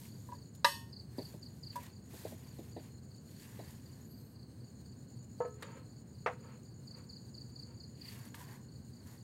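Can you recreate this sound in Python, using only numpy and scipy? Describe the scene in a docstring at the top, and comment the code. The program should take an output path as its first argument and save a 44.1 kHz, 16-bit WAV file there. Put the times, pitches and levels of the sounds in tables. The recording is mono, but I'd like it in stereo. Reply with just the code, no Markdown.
"""Crickets, low-voiced and high-voiced, chirp at a forest camp at night by stridulation: a scraper
runs along a file and drives a wing resonance. Behind them lie a low rumble and a far insect chorus.
Close by, friction and soft impacts sound as sleeves move and a block of food is turned in the hand.
Struck metal cookware rings in damped modes, a faint whistle arches up and down, and a wooden board
clatters onto a folding table and slides. Ground and trunks scatter a short reverberant tail."""
import sys
import numpy as np
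from scipy import signal
from scipy.fft import rfft, irfft, next_fast_len
from scipy.io import wavfile
from scipy.ndimage import map_coordinates

SR = 44100
rng = np.random.default_rng(int(sys.argv[2]) if len(sys.argv) > 2 else 0)


def materialize(psi):
    """Save the field psi as 16-bit PCM at rate SR to the path in sys.argv[1].

    A 1-D psi becomes a single channel; in a 2-D psi each row is a channel.
    """
    bounded = np.clip(np.atleast_2d(psi).T, -1, 1)
    quanta = np.round(bounded * 32767).astype(np.int16)
    wavfile.write(sys.argv[1], SR, quanta)


N = 407043


def amp(db):
    """Amplitude ratio of a level in decibels."""
    return 10 ** (np.asarray(db) / 20)


def unit(x):
    """Normalisation to rms 1."""
    return x / np.sqrt(np.mean(x ** 2) + 1e-20)


def clock(seconds):
    """Uniform sampling times over a duration."""
    return np.arange(int(seconds * SR)) / SR


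def along(points, hz):
    """Interpolation of (f/Hz, value) points on a logarithmic frequency axis."""
    f, value = np.transpose(points)
    return np.interp(np.log(hz + 1), np.log(f + 1), value)


def wobble(rate):
    """Random modulation: a spline through Gaussian knots, rate of them a second."""
    knots = rng.standard_normal(int(N * rate / SR) + 4)
    return map_coordinates(knots, [np.arange(N) * rate / SR])


def filtered(x, response):
    """Linear filtering: the spectrum is multiplied by a frequency response."""
    n = x.shape[-1]
    padded = next_fast_len(n + 8192)
    return irfft(rfft(x, padded) * response(np.fft.rfftfreq(padded, 1 / SR)), padded)[..., :n]


def add(track, s, sound):
    """Superposition of a sound on a track, starting at time s."""
    i = max(round(s * SR), 0)
    part = track[..., i:i + sound.shape[-1]]
    part += sound[..., :part.shape[-1]]


def place(x, lead_ms, pan_db):
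    """Localisation by time and level differences; positive values favour the left."""
    sides = np.array([[.5], [-.5]])
    return amp(sides * pan_db) * filtered(x, lambda hz: np.exp(2j * np.pi * hz * sides * lead_ms / 1000))


# left-right coherence of the sound field: f/Hz, coherence
COHERENCE = [(30, 0.57), (100, 1), (250, 0.86), (600, 0.19), (1500, 0), (4000, 0)]
def noise(spectrum, size=N):
    """Diffuse field: coloured stereo noise of rms 1, coherent in the bass, incoherent in the treble."""
    def response(hz):
        angle = np.arccos(np.clip(along(COHERENCE, hz), -1, 1)) / 2
        return amp(along(spectrum, hz)) * [np.cos(angle), np.sin(angle)]
    mid, side = filtered(rng.standard_normal((2, size)), response)
    return unit(np.array([mid + side, mid - side]))


# reverberation time among the trees: f/Hz, T60/s
FOREST_T60 = [(200, 0.14), (2000, 0.24), (6000, 0.33), (14000, 0.02)]
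def scattered(x, wet_db):
    """Scattering by ground and trunks adds a short diffuse tail, which drifts with the air."""
    hz, t, spectra = signal.stft(rng.standard_normal((2, 2, SR // 3)), SR, nperseg=256)
    decay = amp(-60 * t / along(FOREST_T60, hz)[:, None])
    tails = signal.istft(spectra * decay, SR, nperseg=256)[1]
    tails /= np.linalg.norm(tails, axis=-1, keepdims=True)
    wet_a, wet_b = signal.fftconvolve(x[None], tails, axes=-1)[..., :N]
    drift = 2 * wobble(2)
    return x + amp(wet_db) * (wet_a * np.cos(drift) + wet_b * np.sin(drift))


# spectra of the distant rumble and of far insects and air: f/Hz, relative level/dB
RUMBLE_SPECTRUM = [(15, -58), (25, -31), (37, -35), (50, -20.5), (75, -5), (123, 1.5), (171, -6),
                   (238, -5.5), (275, -11.5), (501, -20), (591, -24.5), (1170, -32.5), (1380, -36.5),
                   (1500, -31), (3500, -50.5), (4550, -66), (7700, -120)]
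CHORUS_SPECTRUM = [(2000, -20), (3000, -18), (3600, -20), (4300, -1.5), (4700, -9.5), (5100, -12),
                   (5800, -22.5), (6350, -7.5), (7600, -13.5), (8600, -7.5), (10300, -20.5), (13500, -17.5),
                   (16000, -16)]
def forest():
    """Incoherent summation: many distant insects blur into noise above a steady rumble."""
    rumble = amp(-51.5 + .28 * wobble(16)) * noise(RUMBLE_SPECTRUM)
    chorus = amp(-68.5 + 1.8 * wobble(42)) * noise(CHORUS_SPECTRUM)
    return place(rumble + chorus, lead_ms=0, pan_db=-.7)


def burst(spectrum, t60):
    """Impact transient: dense modes act as noise that falls 60 dB in t60 seconds."""
    t = clock(.5)
    attack = 1 - np.exp(-t / .0016)
    return noise(spectrum, size=len(t)) * amp(-60 * t / t60) * attack


def movement(s, length, rise_s, fall_s):
    """Friction envelope: speed grows exponentially up to time s, holds, then dies away."""
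    t = np.arange(N) / SR
    return np.exp(np.minimum(t - s, 0) / rise_s - np.maximum(t - s - length, 0) / fall_s)


# dull bumps, bright snags of skin and cloth, dry ticks: t/s, level/dB
BUMPS = [(1.183, -32.5), (1.34, -45), (2.135, -46), (2.251, -35), (2.265, -56), (2.322, -44.5),
         (2.586, -43), (2.764, -36.5), (2.776, -43.5), (3.591, -37.5)]
SNAGS = [(.234, -65.5), (.446, -68), (.548, -52.5), (1.757, -42.5), (1.83, -49), (3.705, -54),
         (8.188, -53.5), (8.25, -50), (8.275, -53.5), (8.347, -47), (8.392, -53.5), (8.412, -54.5),
         (9.07, -55)]
TICKS = [(2.267, -48.5), (5.6235, -30.5), (5.628, -32), (8.343, -38.5)]
# hand and sleeve movements: t/s, duration/s, brush level/dB, rub level/dB, swish level/dB
GESTURES = [(0, 0.072, -58.5, -70, -67), (.15, 0.2, -67, -76, -86), (1.175, 0.16, -63, -68.5, -71),
            (1.386, 0.4, -71.5, -85, -83), (1.771, 0.095, -64.5, -62.5, -59.5),
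            (2.147, 0.17, -57, -63.5, -62), (2.385, 0.31, -66, -72, -70.5),
            (2.81, 0.066, -69.5, -71.5, -70.5), (3.312, 0.12, -64.5, -86, -71),
            (3.42, 0.31, -62.5, -66, -65), (3.76, 0.28, -69.5, -73.5, -78), (8.085, 0.057, -59, -64, -54.5),
            (8.18, 0.086, -63.5, -62.5, -72), (8.403, 0.015, -57, -55.5, -63),
            (8.496, 0.047, -62, -58.5, -69), (9.071, 0.081, -65, -65.5, -88)]
# spectrum of each kind of contact: f/Hz, relative level/dB
BUMP_SPECTRUM = [(110, -43), (180, -2), (424, -3), (634, -5.5), (1020, -19.5), (1590, -72), (1700, -23),
                 (3090, -43), (4000, -23.5), (5200, -53), (8800, -120)]
TICK_SPECTRUM = [(290, -53), (500, 5.5), (758, -14), (1060, 0.5), (4440, -11.5), (5670, -24.5), (7340, -17),
                 (15500, -29)]
BRUSH_SPECTRUM = [(1500, -17.5), (3500, -1.5), (5800, -2.5), (8500, 0), (10000, -3), (13000, 2),
                  (16000, -11)]
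RUB_SPECTRUM = [(300, -11), (650, 0), (1000, 7), (1300, -2), (1750, 5.5), (2200, -3), (6000, -35)]
SWISH_SPECTRUM = [(1000, -38), (1900, 0.5), (2700, 1), (3500, -5), (6000, -10.5)]
def handling():
    """Impact and stick-slip friction: fingers bump and rub the food, sleeves brush in tiny catches."""
    out = np.zeros((2, N))
    for contacts, spectrum, t60 in [(BUMPS, BUMP_SPECTRUM, .094), (SNAGS, BRUSH_SPECTRUM, .058),
                                    (TICKS, TICK_SPECTRUM, .026)]:
        for s, db in contacts:
            add(out, s, amp(db) * burst(spectrum, t60))
    catches = amp(2.2 * wobble(500) + wobble(60))
    brush = unit(noise(BRUSH_SPECTRUM) * catches)
    rub = unit(noise(RUB_SPECTRUM) * amp(1.8 * wobble(90)))
    swish = unit(noise(SWISH_SPECTRUM) * amp(4.8 * wobble(120)))
    # overlapping movements add in power
    power = sum(np.outer(amp(levels_db), movement(s, length, rise_s=.047, fall_s=.036)) ** 2
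                for s, length, *levels_db in GESTURES)
    brush_gain, rub_gain, swish_gain = np.sqrt(power)
    out += brush_gain * brush + rub_gain * rub + swish_gain * swish
    return scattered(place(out, lead_ms=-.1, pan_db=-3), wet_db=-10)


def wing_stroke(centre_hz, glide_hz, length, third_db):
    """Stridulation: scraper on file makes a gliding tone that swells through the wing's resonance."""
    t = clock(length)
    progress = t / length
    # unevenly spaced teeth roughen pitch and level
    pitch_rough, level_rough = signal.resample(rng.standard_normal((2, 14)), len(t), axis=1)
    pitch = centre_hz * (1 + .011 * pitch_rough) + glide_hz * (progress - .5)
    phase = 2 * np.pi * np.cumsum(pitch) / SR
    swell = np.sin(np.pi * progress) / (1 + ((progress - .5) / .21) ** 2)
    return amp(1.3 * level_rough) * swell * (np.sin(phase) + amp(third_db) * np.sin(3 * phase))


# bouts of song: first chirp t/s, last chirp t/s, chirps, strokes per chirp, relative level/dB
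HIGH_BOUTS = [(.055, .185, 2, 6, -1), (.335, .75, 5, 4, 0), (1.272, 2.135, 9, 4, -1),
              (2.25, 3.705, 14, 4, 0), (3.822, 4.018, 3, 3, 0), (4.65, 4.972, 4, 4, -1),
              (5.087, 5.72, 7, 4, 3), (5.856, 6.968, 11, 4, 0), (7.072, 7.862, 8, 5, .5),
              (7.962, 8.94, 10, 4, -.5), (9.07, 9.19, 2, 5, 0)]
def high_cricket(wing_hz=6916, stroke_s=.021, period_s=.018, level_db=-61):
    """Pulse modulation: quick rising wing strokes group into about nine chirps a second."""
    song = np.zeros(N)
    for first, last, chirps, strokes, db in HIGH_BOUTS:
        for start in np.linspace(first, last, chirps):
            for s in start + period_s * np.arange(strokes):
                stroke = wing_stroke(wing_hz, glide_hz=900, length=stroke_s, third_db=-70)
                add(song, s - stroke_s / 2, amp(level_db + db + rng.normal()) * stroke)
    return scattered(place(song, lead_ms=.03, pan_db=-2), wet_db=-8)


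# the near cricket's two phrases: t/s, level/dB, strokes
NEAR_CHIRPS = [(0.689, -43.5, 3), (.934, -45.5, 3), (1.189, -46.5, 3), (1.432, -47, 2), (1.639, -44, 3),
               (6.88, -47.5, 3), (7.101, -46.5, 3), (7.349, -47, 3), (7.563, -47, 3), (7.807, -48.5, 2),
               (8.018, -46, 3)]
# its farther neighbour: first chirp t/s, last chirp t/s, chirps, relative level/dB
NEIGHBOUR_BOUTS = [(.09, .355, 2, 1.5), (1.9, 2.725, 4, -1), (3.117, 4.863, 8, 0), (5.14, 6.66, 7, -3),
                   (6.975, 9.182, 10, -.5)]
# far crickets, each at its own pace: f/Hz, chirp period/s, level/dB
FAR_CRICKETS = [(4550, .262, -71.5), (4260, 0.36, -69), (4420, 0.13, -79.5), (2910, 0.19, -82)]
def low_crickets(wing_hz=4563, stroke_s=.028, period_s=.034, neighbour_db=-61):
    """Chirps of two or three falling strokes; distance lowers the direct-to-reverberant ratio."""
    near, far = np.zeros((2, N))
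    for start, db, strokes in NEAR_CHIRPS:
        for s in start + period_s * np.arange(strokes):
            stroke = wing_stroke(wing_hz, glide_hz=-1350, length=stroke_s, third_db=-21)
            add(near, s - stroke_s / 2, amp(db + .5 * rng.normal()) * stroke)
    three_strokes = period_s * np.arange(3)
    for first, last, chirps, db in NEIGHBOUR_BOUTS:
        for start in np.linspace(first, last, chirps):
            for s in start + three_strokes:
                stroke = wing_stroke(wing_hz, glide_hz=-900, length=stroke_s, third_db=-21)
                add(far, s - stroke_s / 2, amp(neighbour_db + db + rng.normal()) * stroke)
    for hz, chirp_period, db in FAR_CRICKETS:
        for start in np.arange(rng.uniform(0, chirp_period), N / SR, chirp_period):
            for s in start + .015 * rng.normal() + three_strokes:
                stroke = wing_stroke(hz, glide_hz=-600, length=stroke_s, third_db=-40)
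                add(far, s, amp(db + 2 * rng.normal()) * stroke)
    ground_echo = amp(-12) * np.roll(near, round(.0035 * SR))  # beats against each falling stroke
    near = scattered(place(near + ground_echo, lead_ms=.04, pan_db=-1.5), wet_db=-8)
    far = scattered(place(far, lead_ms=.02, pan_db=-1), wet_db=-5)
    return near + far


RING_S = .7
def ring(modes):
    """Free vibration: a sum of damped modes, with random phases and slightly varied strengths."""
    t = clock(RING_S)
    tone = np.zeros(len(t))
    for hz, db, t60 in modes:
        envelope = amp(db + rng.uniform(5, 7) - 60 * t / t60)
        tone += envelope * np.sin(2 * np.pi * (hz * t + rng.random()))
    attack = 1 - np.exp(-t / .0006)
    # the ring carries little bass below about 250 Hz
    return filtered(tone * attack, lambda hz: hz ** 3 / (hz ** 3 + 250 ** 3))


# modes of the pot's thin rim: f/Hz, relative level/dB, T60/s
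RIM_MODES = [(915, 17, .12), (925, 1, .6), (1075, -4, .6), (1192, 19, .14), (1836, 3, .55), (2600, 0, .42),
             (2853, -8, .42), (3004, -3, .42), (3045, -4, .42), (3332, -6, .42), (3472, -1, .42),
             (4185, -5, .42), (4490, -5, .42), (5125, -11, .42), (5539, -1, .42), (6315, -6, .42),
             (6490, -11, .42), (7822, -8, .42), (8000, -8, .42), (8328, -8, .42), (8678, -6, .42),
             (8985, -11, .42), (11220, -6, .42), (11350, -11, .42), (12400, -7, .42), (12590, -6, .42)]
def rim(shimmer_db=-13, in_phase_db=-5):
    """Dipole radiation: the rim flexes to and fro, so left and right are mostly in opposite phase."""
    def flex():
        weak_modes = [(hz, shimmer_db, t60) for hz, t60 in rng.uniform([2500, .3], [15100, .55], (80, 2))]
        return ring(RIM_MODES) + ring(weak_modes)
    in_phase, opposed = amp(in_phase_db) * flex(), flex()
    return np.array([in_phase + opposed, in_phase - opposed])


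# cookware contacts: t/s, wall level/dB, clash level/dB, hardness (0-1)
CLANKS = [(.287, -47.5, -75, 0.16), (0.318, -40, -50, 0.11), (.335, -52, -65, 0.25),
          (.6452, -27, -13, 0.78), (0.6497, -34, -17.5, 0.33), (1.756, -35.5, -55, 0.18),
          (8.343, -64, -49, 0.95), (8.406, -48, -79, 0.06)]
# damped modes of the pot's wall and base: f/Hz, relative level/dB, T60/s
POT_MODES = [(566, -5, 0.13), (974, 4, 0.08), (1520, -20.5, 0.032), (1668, 5.5, 0.054), (1720, -5, 0.065),
             (1994, -1.5, 0.097), (2700, -12, 0.092), (3854, 5, 0.037), (5130, 1, 0.021)]
# spectrum of the metallic clash: f/Hz, relative level/dB
CLASH_SPECTRUM = [(300, -20.5), (560, -13.5), (950, -10), (1300, -3), (1700, 14), (2350, -8.5), (2700, 4.5),
                  (3300, -9), (3850, 0), (5200, -1), (6000, -8), (15500, -55)]
def cookware(graze_hz=1014, rim_db=-14.5):
    """Impact excitation: harder contacts drive a wider band of wall modes and ring the rim more."""
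    wall, bright = np.zeros(N), np.zeros((2, N))
    choked_rim = rim() * np.exp(-(clock(RING_S) / .3) ** 3)  # the hand damps it
    for s, wall_db, clash_db, hardness in CLANKS:
        half_width_hz = 200 + 7000 * hardness ** 2
        tone = filtered(ring(POT_MODES), lambda hz: 1 / (1 + ((hz - graze_hz) / half_width_hz) ** 2))
        # a grazing touch builds up slowly and chatters
        graze = np.clip(1 - 2 * hardness, 0, 1)
        attack = 1 - np.exp(-clock(RING_S) / (.0002 + .008 * graze))
        chatter = amp(5 * graze * wobble(250)[:len(tone)] - 3 * graze)
        add(wall, s, amp(wall_db) * tone * chatter * attack)
        add(bright, s, amp(wall_db + rim_db) * hardness ** 2 * choked_rim)
        add(bright, s, amp(clash_db) * burst(CLASH_SPECTRUM, t60=.029))
    direct = place(wall, lead_ms=-.2, pan_db=-2) + place(bright, lead_ms=0, pan_db=-2.5)
    return scattered(direct, wet_db=-14)


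# arch of the whistle's unsounded fundamental: t/s, f/Hz
WHISTLE_ARCH = [(4.02, 1540), (4.06, 1720), (4.11, 1920), (4.21, 2080), (4.25, 1980), (4.3, 1990),
                (4.325, 1830), (4.355, 1520)]
def whistle(resonance_hz=12500, half_width_hz=1800, fade_s=.025):
    """Resonance: two flickering harmonics glide up and down, swelling as they near its peak."""
    t = np.arange(N) / SR
    times, hz = np.transpose(WHISTLE_ARCH)
    pitch = np.interp(t, times, hz)
    fade = np.clip(np.minimum(t - times[0], times[-1] - t) / fade_s, 0, 1)
    phase = 2 * np.pi * np.cumsum(pitch * (1 + .0036 * wobble(200))) / SR
    resonance = lambda f: 1 / (1 + ((f - resonance_hz) / half_width_hz) ** 2)
    partials = sum(resonance(k * pitch) * amp(4.5 * wobble(35)) * np.sin(k * phase) for k in (6, 7))
    return place(amp(-72) * fade * partials, lead_ms=0, pan_db=-2)


# the board meets the table: t/s, ring level/dB, clatter level/dB, half the low-pass cutoff f/Hz
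BOARD_HITS = [(5.404, -31, -43, 664), (5.411, -47, -45, 646), (5.448, -39, -45.5, 650),
              (6.2609, -37.5, -23.5, 2200), (6.286, -56, -47, 1180)]
# it is nudged into place: t/s, duration/s, level/dB
NUDGES = [(5.632, 0.15, -54.5), (6.443, 0.11, -58.5), (6.979, 0.017, -59), (7.704, .015, -63)]
# modes of the board on the table top: f/Hz, relative level/dB, T60/s
BOARD_MODES = [(426, -24.5, 1), (479, -6.5, 0.14), (493.6, -4, 0.23), (636, -11, 0.074), (697, -18, 0.16),
               (924, -13, 0.26), (1040, -19, 0.22), (1136, -24, 0.21), (1292, -17.5, 0.29),
               (1720, -28.5, 0.25)]
# spectra of wood striking and sliding: f/Hz, relative level/dB
CLATTER_SPECTRUM = [(150, -42), (280, -27), (455, -5), (764, 0.5), (870, -3.5), (1440, -2.5), (1750, -9),
                    (2050, -8), (2930, -19), (3230, -23), (12000, -43.5), (15600, -81), (22000, -120)]
SCRAPE_SPECTRUM = [(300, -40), (490, 19), (700, -10), (980, 6), (1500, 0.5), (2600, -4), (3500, -13.5),
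                   (9000, -45)]
def board():
    """Free and forced vibration: the board lands on edge, then flat; sliding keeps its modes humming."""
    tone, clatter = np.zeros(N), np.zeros((2, N))
    for s, ring_db, clatter_db, bright_hz in BOARD_HITS:
        add(tone, s, amp(ring_db) * ring(BOARD_MODES))
        clack = filtered(burst(CLATTER_SPECTRUM, t60=.12), lambda hz: 1 / np.hypot(1, hz / (2 * bright_hz)))
        add(clatter, s, amp(clatter_db) * clack)
    driven_modes = signal.fftconvolve(rng.standard_normal(N), ring(BOARD_MODES))
    hum = unit(np.diff(driven_modes)[:N])
    speed = sum(amp(db) * movement(s, length, rise_s=.04, fall_s=.034) for s, length, db in NUDGES)
    sliding = speed * amp(.8 * wobble(70)) * (amp(-1) * noise(SCRAPE_SPECTRUM) + amp(-6.5) * hum)
    return scattered(place(tone + clatter + sliding, lead_ms=.18, pan_db=2.5), wet_db=-15)


def scene():
    """Superposition: the pressures of all sources add at the table."""
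    return forest() + handling() + high_cricket() + low_crickets() + cookware() + whistle() + board()


def record(dry):
    """Band limiting: an ideal low-pass filter removes the highest treble."""
    return filtered(dry, lambda hz: hz < 15850)


dry = scene()
out = record(dry)
materialize(out)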